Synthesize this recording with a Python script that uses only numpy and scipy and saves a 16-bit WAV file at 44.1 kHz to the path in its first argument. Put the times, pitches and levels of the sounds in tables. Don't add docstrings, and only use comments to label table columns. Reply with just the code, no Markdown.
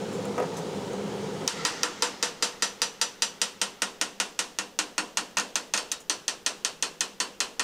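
import sys
import numpy as np
from scipy import signal
from scipy.fft import rfft, irfft, next_fast_len
from scipy.io import wavfile
from scipy.ndimage import uniform_filter1d

SR = 44100
rng = np.random.default_rng(int(sys.argv[2]) if len(sys.argv) > 2 else 0)


def field_ratio(decibels):
    return 10 ** (np.asarray(decibels, dtype=float) / 20)


def transcribe(signal):
    frames = np.atleast_2d(signal).T
    limited = np.clip(frames, -1, 1)
    pcm = np.round(limited * 32767).astype(np.int16)
    wavfile.write(sys.argv[1], SR, pcm)


N = 336483

# pitch_hz, density_db_per_hz
FAN_DRONE = [(40, -32), (85, -19), (100, -8.5), (150, -5), (165, 3.5), (182, -5), (201, 8), (232, -11),
             (264, -1), (300, -7.5), (385, -1.5), (417, 1), (491, 1), (560, -6.5), (700, -51)]
AIR_HISS = [(310, -33), (520, -6), (584, -12), (720, -9), (954, -8), (1040, -15), (1270, -15), (1750, -20),
            (2620, -22), (3030, -20), (4400, -24), (7000, -26), (9500, -34), (12500, -47), (15900, -65)]
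# start_s, peak_db, pitch_hz, knock_db, t60_s
CLINKS = [(.125, -37, 7200, -30.5, 0.24), (.2533, -15, 7340, -28, 0.011), (.378, -26, 6300, -18, .04),
          (.3985, -23, 7500, -23, 0.016), (.399, -25, 10500, -20.5, 0.016),
          (.4219, -32, 5700, -23.5, 0.056), (.4364, -36, 6500, -31, .012), (.5656, -26.5, 6200, -52, 0.082),
          (.567, -42, 10300, -35, 0.087), (0.572, -40, 9000, -50, 0.075), (.5794, -34, 7840, -29, 0.1),
          (.7594, -41, 6940, -40, .1), (.9308, -24, 6500, -32, .02), (1.4194, -51, 4000, -31, .06),
          (5.918, -12, 7470, -60, 0.043), (6.0003, -34.5, 6960, -48, 0.1)]
# pitch_hz, level_db, t60_s
KNOCK_MODES = [(415, -2, 0.063), (503, -3.5, 0.18), (699, -2.5, 0.07), (964, -12, 0.096),
               (1260, -3.5, 0.046), (1490, -17, 0.075), (1930, -10.5, 0.039), (2300, -12, 0.034),
               (2730, -14, 0.031)]
# start_s, pitch_hz, level_db, t60_s
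LOOSE_CLAMP = (5.918, 3790, -38, .22)
# start_s, peak_db, clang_db, low_share_db
FAR_BLOWS = [(1.4773, -4.5, -22.5, -14), (1.6507, -8, -14.5, -12), (1.8325, -4, -20.5, -8.5),
             (2.0226, -7, -13.5, -11.5), (2.227, -7.5, -13, -13.5), (2.4243, -8, -11, -15.5),
             (2.6227, -8.5, -11, -16), (2.818, -5, -15.5, -16.5), (3.0142, -6, -14, -18),
             (3.2213, -6.5, -13.5, -18), (3.4157, -5.5, -14, -17.5)]
NEAR_BLOWS = [(3.6151, -7, -13.5, -14), (3.8198, -8, -13, -11.5), (4.0129, -7, -14, -12.5),
              (4.2004, -8.5, -12.5, -12.5), (4.3908, -9, -12, -15), (4.5868, -10, -14.5, -10.5),
              (4.789, -8, -13, -12), (4.98, -12.5, -9.5, -7.5), (5.1716, -9, -12, -11.5),
              (5.3698, -16, -4.5, -8.5), (5.5559, -8, -14.5, -12.5), (5.7373, -10.5, -10.5, -10.5),
              (5.9164, -11.5, -16.5, -15.5), (6.0967, -9.5, -12, -14.5), (6.2801, -8.5, -14.5, -15),
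              (6.4624, -9.5, -11.5, -14), (6.6478, -8.5, -14, -15), (6.8251, -9.5, -12.5, -13.5),
              (7.0074, -8.5, -13.5, -15), (7.2016, -13.5, -8, -12), (7.4033, -9.5, -11.5, -13),
              (7.5954, -12, -10, -8.5)]
# start_s, peak_db, clang_db, low_share_db
SKIDS = [
    (5.385, -12, -26, -12),
    (5.3976, -14, -14, -12),
    (5.765, -19, -15, -26),
    (5.7755, -17, -7.5, -12.5),
]
SPOT_TIMES = [3.2, 4.0, 6.2]
MIRROR_DELAYS = [.001055, .00109, .00113]
EDGE_PITCHES = [5750, 6050, 6200]
# pitch_hz, density_db_per_hz
CRACK_SPECTRUM = [(180, -63), (300, -38), (1830, 3.5), (2600, -9.5), (3950, -16), (5910, 16), (8260, 4),
                  (9280, 2.5), (10300, 2), (13200, -24), (16400, -124)]
CLANG_SPECTRUM = [(100, -52), (190, -6), (300, -5), (500, 0), (640, -7), (900, -1), (1450, 2.5), (2000, 2),
                  (2150, -7.5), (2600, 5.5), (3900, 1), (6000, 3.5), (8600, 0), (13500, -24), (15000, -62)]
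# pitch_hz, t60_in_hangs
CLANG_FADE = [(200, 2.7), (530, 2.57), (1400, 0.83), (3700, 0.84), (9700, 0.62), (15000, 1)]
# pitch_hz, far_db,
# middle_db, near_db, t60_s
STEEL_MODES = [(199, -21, -18, -21, .35), (308, -16, -18, -19, .3), (487, -15, -18, -17, .35),
               (909, -9, -21, -15, .2), (1003, -10, -14, -14, .2), (1340, -9, -20, -17, .15),
               (1407, -17, -11, -14, .15), (1480, -20, -10, -12, .13), (1765, -13, -22, -18, .2),
               (1846, -12, -8, -11, .14), (1886, -8, -13, -14, .14),
               (2440, -15, -10, -9, .12), (2530, -8, -8, -6, .14), (2700, -17, -11, -13, .25),
             (2850, -13, -9, -14, .14), (2923, -9, -21, -24, .2), (3075, -13, -13, -12, .2),
             (3253, -20, -13, -22, .15), (3736, -14, -15, -15, .22), (4000, -9, -16, -14, .16),
             (4105, -12, -18, -6, .16),
               (4242, -24, -23, -4, 0.16), (4446, -9, -9, -6, 0.14), (4505, -5, -12, -7, 0.2),
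               (4873, -3, -22, -21, 0.13), (4950, -12, -13, -9, 0.15), (5420, -15, -15, -13, 0.22),
               (6070, -8, -11, -9, 0.14), (6285, -22, -24, -13, 0.12), (6900, -12, -6, -11, 0.14),
               (7418, -9, -19, -24, 0.2), (8500, -10, -6, -11, 0.12), (8634, -11, -9, -10, 0.14),
               (9215, -24, -14, -19, 0.13)]
# pitch_hz, t60_s
LONG_MODE = (5903, .23)
# time_s, level_db
BAR_FREEDOM = [(1.5, -8), (2.43, -7), (2.62, -2), (3.25, -2.5), (3.6, -14), (5.4, -28), (6.1, -5),
               (7.6, -26)]
# pitch_hz, t60_s
WALL_DECAY = [(200, 0.2), (1000, 0.73), (4000, 0.54), (9000, 0.39), (15000, 0.74)]
# pitch_hz, density_db_per_hz
ECHO_SPECTRUM = [(530, -16), (900, 1), (1070, -6), (1390, 3), (1510, -7), (1980, 0.5), (2540, -10),
                 (2750, -6), (4260, -6.5), (6200, -6.5), (15000, -44)]
# pitch_hz, density_db_per_hz
PREAMP_NOISE = [(20, 0.5), (60, -5.5), (200, -14), (1000, -20), (4000, -31.5), (10000, -23.5), (15600, -21),
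                (15900, -120)]

FIRST_BLOW_S = FAR_BLOWS[0][0]
DUCK_DB, DUCK_S = -23.5, 0.71


def unit(x):
    return x / np.sqrt(np.mean(x ** 2) + 1e-20)


def along(points, hz):
    f, v = np.transpose(points)
    return np.interp(np.log(hz + 1), np.log(f + 1), v)


def coloured(x, gain):
    m = next_fast_len(len(x) + 8192)
    return irfft(rfft(x, m) * gain(np.fft.rfftfreq(m, 1 / SR)), m)[:len(x)]


def rush(spectrum, patchy_db):
    z = signal.stft(rng.standard_normal(N), nperseg=512)[2]
    field = uniform_filter1d(rng.standard_normal(z.shape), size=4, axis=0)
    field = uniform_filter1d(field, size=12, axis=1)
    x = signal.istft(z * field_ratio(patchy_db * unit(field)), nperseg=512)[1][:N]
    return unit(coloured(x, lambda hz: field_ratio(along(spectrum, hz))))


def dying(t60, level_db, noise):
    hz, t, z = signal.stft(noise, SR, nperseg=128)
    gain = field_ratio(level_db(hz))[:, None]
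    decay = field_ratio(-60 * t / t60(hz)[:, None])
    return signal.istft(z * unit(gain) * decay, SR, nperseg=128)[1][:len(noise)]


def ring(hz, db, t60, t, phase=None):
    phase = rng.uniform(0, 2 * np.pi, np.shape(hz)) if phase is None else phase
    return np.sum(field_ratio(db - 60 * t / t60) * np.sin(2 * np.pi * hz * t + phase), axis=0)


def add(track, s, sound):
    part = track[round(s * SR):][:len(sound)]
    part += sound[:len(part)]


def openness(s):
    return np.exp(-np.maximum(s - FIRST_BLOW_S, 0) / DUCK_S)


def ducking(time):
    return field_ratio(DUCK_DB * (1 - openness(time)))


def fan():
    time = np.arange(N) / SR
    recover_s = 0.038
    dip = sum((time > s) * openness(s) * np.exp(-np.abs(time - s) / recover_s) for s, *_ in FAR_BLOWS)
    air = rush(FAN_DRONE, patchy_db=0.5) + field_ratio(-6.5) * rush(AIR_HISS, patchy_db=.8)
    return ducking(time) * field_ratio(-34 - 32 * dip) * air


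def clinks():
    out, t = np.zeros(N), np.arange(SR // 4) / SR
    knock_hz, mode_db, knock_t60 = np.transpose(KNOCK_MODES)[:, :, None]
    scuff_db = [(150, -3), (500, 13), (1500, -3.0), (2700, -12), (4000, -39)]  # pitch_hz, density_db_per_hz
    for s, peak_db, hz, knock_db, t60 in CLINKS:
        life = max(t60, .01)
        tick = dying(lambda f: life + 0 * f, lambda f: -16 * np.abs(np.log2((f + 1) / hz)),
                     rng.standard_normal(len(t)))
        tick += field_ratio(-4) * ring(np.array([[hz]]), 0, 1.5 * life, t)
        knock = ring(knock_hz, mode_db + rng.normal(0, 0.85, knock_hz.shape), knock_t60, t)
        scuff = dying(lambda f: 0.16 + 0 * f, lambda f: along(scuff_db, f), rng.standard_normal(len(t)))
        knock += field_ratio(-5.0) * scuff
        onset = 1 - np.exp(-t / 0.0027)
        add(out, s, (field_ratio(peak_db - 11.0) * tick + field_ratio(knock_db - 3.5) * knock) * onset)
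    start_s, pitch_hz, level_db, t60_s = LOOSE_CLAMP
    add(out, start_s, ring(np.array([[pitch_hz]]), level_db, t60_s, t))
    return out


def burst(u, hz, life):
    return (u > 0) * np.sin(2 * np.pi * hz * u) * (u / life) * np.exp(1 - np.abs(u) / life)


def snap(t, gap, edge_hz):
    hz, gap, mirror_db = rng.normal([edge_hz, gap, -3.5], [150, .000006, 1])

    def pulse(u):
        ping = burst(u, hz, .00018)
        click = field_ratio(-20) * burst(u, 12800, .00022)
        push = field_ratio(-9) * burst(u, 3200, .0002)
        return ping + click - push

    return pulse(t) + field_ratio(mirror_db) * pulse(t - gap)


def crack(s, t, grain):
    grit = dying(lambda f: 1 + 0 * f, lambda f: along(CRACK_SPECTRUM, f), grain)
    envelope = field_ratio(-60 * t / 0.016) * (1 - np.exp(-t / 0.000067))
    edge = snap(t, np.interp(s, SPOT_TIMES, MIRROR_DELAYS), np.interp(s, SPOT_TIMES, EDGE_PITCHES))
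    return edge + field_ratio(-13.5) * grit * envelope


def hammer():
    out, t = np.zeros(N), np.arange(SR * 2 // 5) / SR
    first = t[:SR // 20]
    hz, *spot_db, t60 = np.transpose(STEEL_MODES)[:, :, None]
    grain = rng.standard_normal(len(t))
    phase = rng.uniform(0, 2 * np.pi, (2, *hz.shape))
    detune = rng.normal(1, .004, hz.shape)
    alike = .88
    swell = 1 - np.exp(-t / 0.00053)
    wall_swell = 1 - np.exp(-t / 0.045)
    for s, peak_db, clang_db, low_db in sorted(FAR_BLOWS + NEAR_BLOWS + SKIDS):
        hang_s = 0.23 + 0.19 * openness(s)
        bar_db = np.interp(s, *np.transpose(BAR_FREEDOM))
        tilt = lambda f: along([(1500, low_db + 15.5), (4000, 0.011)], f)
        shares = [np.interp(s, SPOT_TIMES, row) for row in np.eye(3)]
        db = np.tensordot(shares, spot_db, axes=1) + rng.normal(0, 2.2, hz.shape)
        db = db + tilt(hz)
        grain = alike * grain + np.sqrt(1 - alike ** 2) * rng.standard_normal(len(t))
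        phase = phase + rng.normal(0, .4, phase.shape)
        clang = dying(lambda f: max(hang_s, .03) * along(CLANG_FADE, f),
                      lambda f: along(CLANG_SPECTRUM, f) + tilt(f), grain)
        twins = hz * detune * rng.normal(1, .001, hz.shape)
        modes = ring(hz, db, t60, t, phase[0]) + ring(twins, db - 2, t60, t, phase[1])
        bar = field_ratio(bar_db - 1.5) * ring(np.array([[LONG_MODE[0]]]), 0, LONG_MODE[1], t)
        walls = dying(lambda f: along(WALL_DECAY, f), lambda f: along(CLANG_SPECTRUM, f),
                      rng.standard_normal(len(t)))
        ringing = swell * (clang + field_ratio(-5.5) * modes + bar) + wall_swell * field_ratio(-13) * walls
        add(out, s, field_ratio(peak_db - 2) * crack(s, first, grain[:len(first)]))
        add(out, s, field_ratio(peak_db + clang_db - 3.0) * ringing)
    return out


def echo():
    time = np.arange(N) / SR
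    since = np.maximum(time - FIRST_BLOW_S, 0)
    fill = 1 - np.exp(-since / 0.16)
    sag = field_ratio(-30 - 3 * since)
    return ducking(time) * fill * sag * rush(ECHO_SPECTRUM, patchy_db=2.0)


def scene():
    low_cut = signal.butter(6, 180, "high", fs=SR, output="sos")
    top_cut = signal.butter(4, 14500, fs=SR, output="sos")
    background = fan()
    steel = signal.sosfilt(np.vstack([low_cut, top_cut]), clinks() + hammer())
    return np.tile(steel + background + echo(), (2, 1))


def low_pass(x):
    return signal.sosfilt(signal.butter(12, 16550, fs=SR, output="sos"), x)


def record(dry):
    x = dry + field_ratio(-62) * np.array([rush(PREAMP_NOISE, patchy_db=-1) for side in dry])
    x = x / (1 + np.abs(x / .42) ** 4) ** (1 / 4)
    x = np.array([coloured(side, lambda hz: hz < 16550) for side in x])
    return low_pass(x)


dry = scene()
out = record(dry)
transcribe(out)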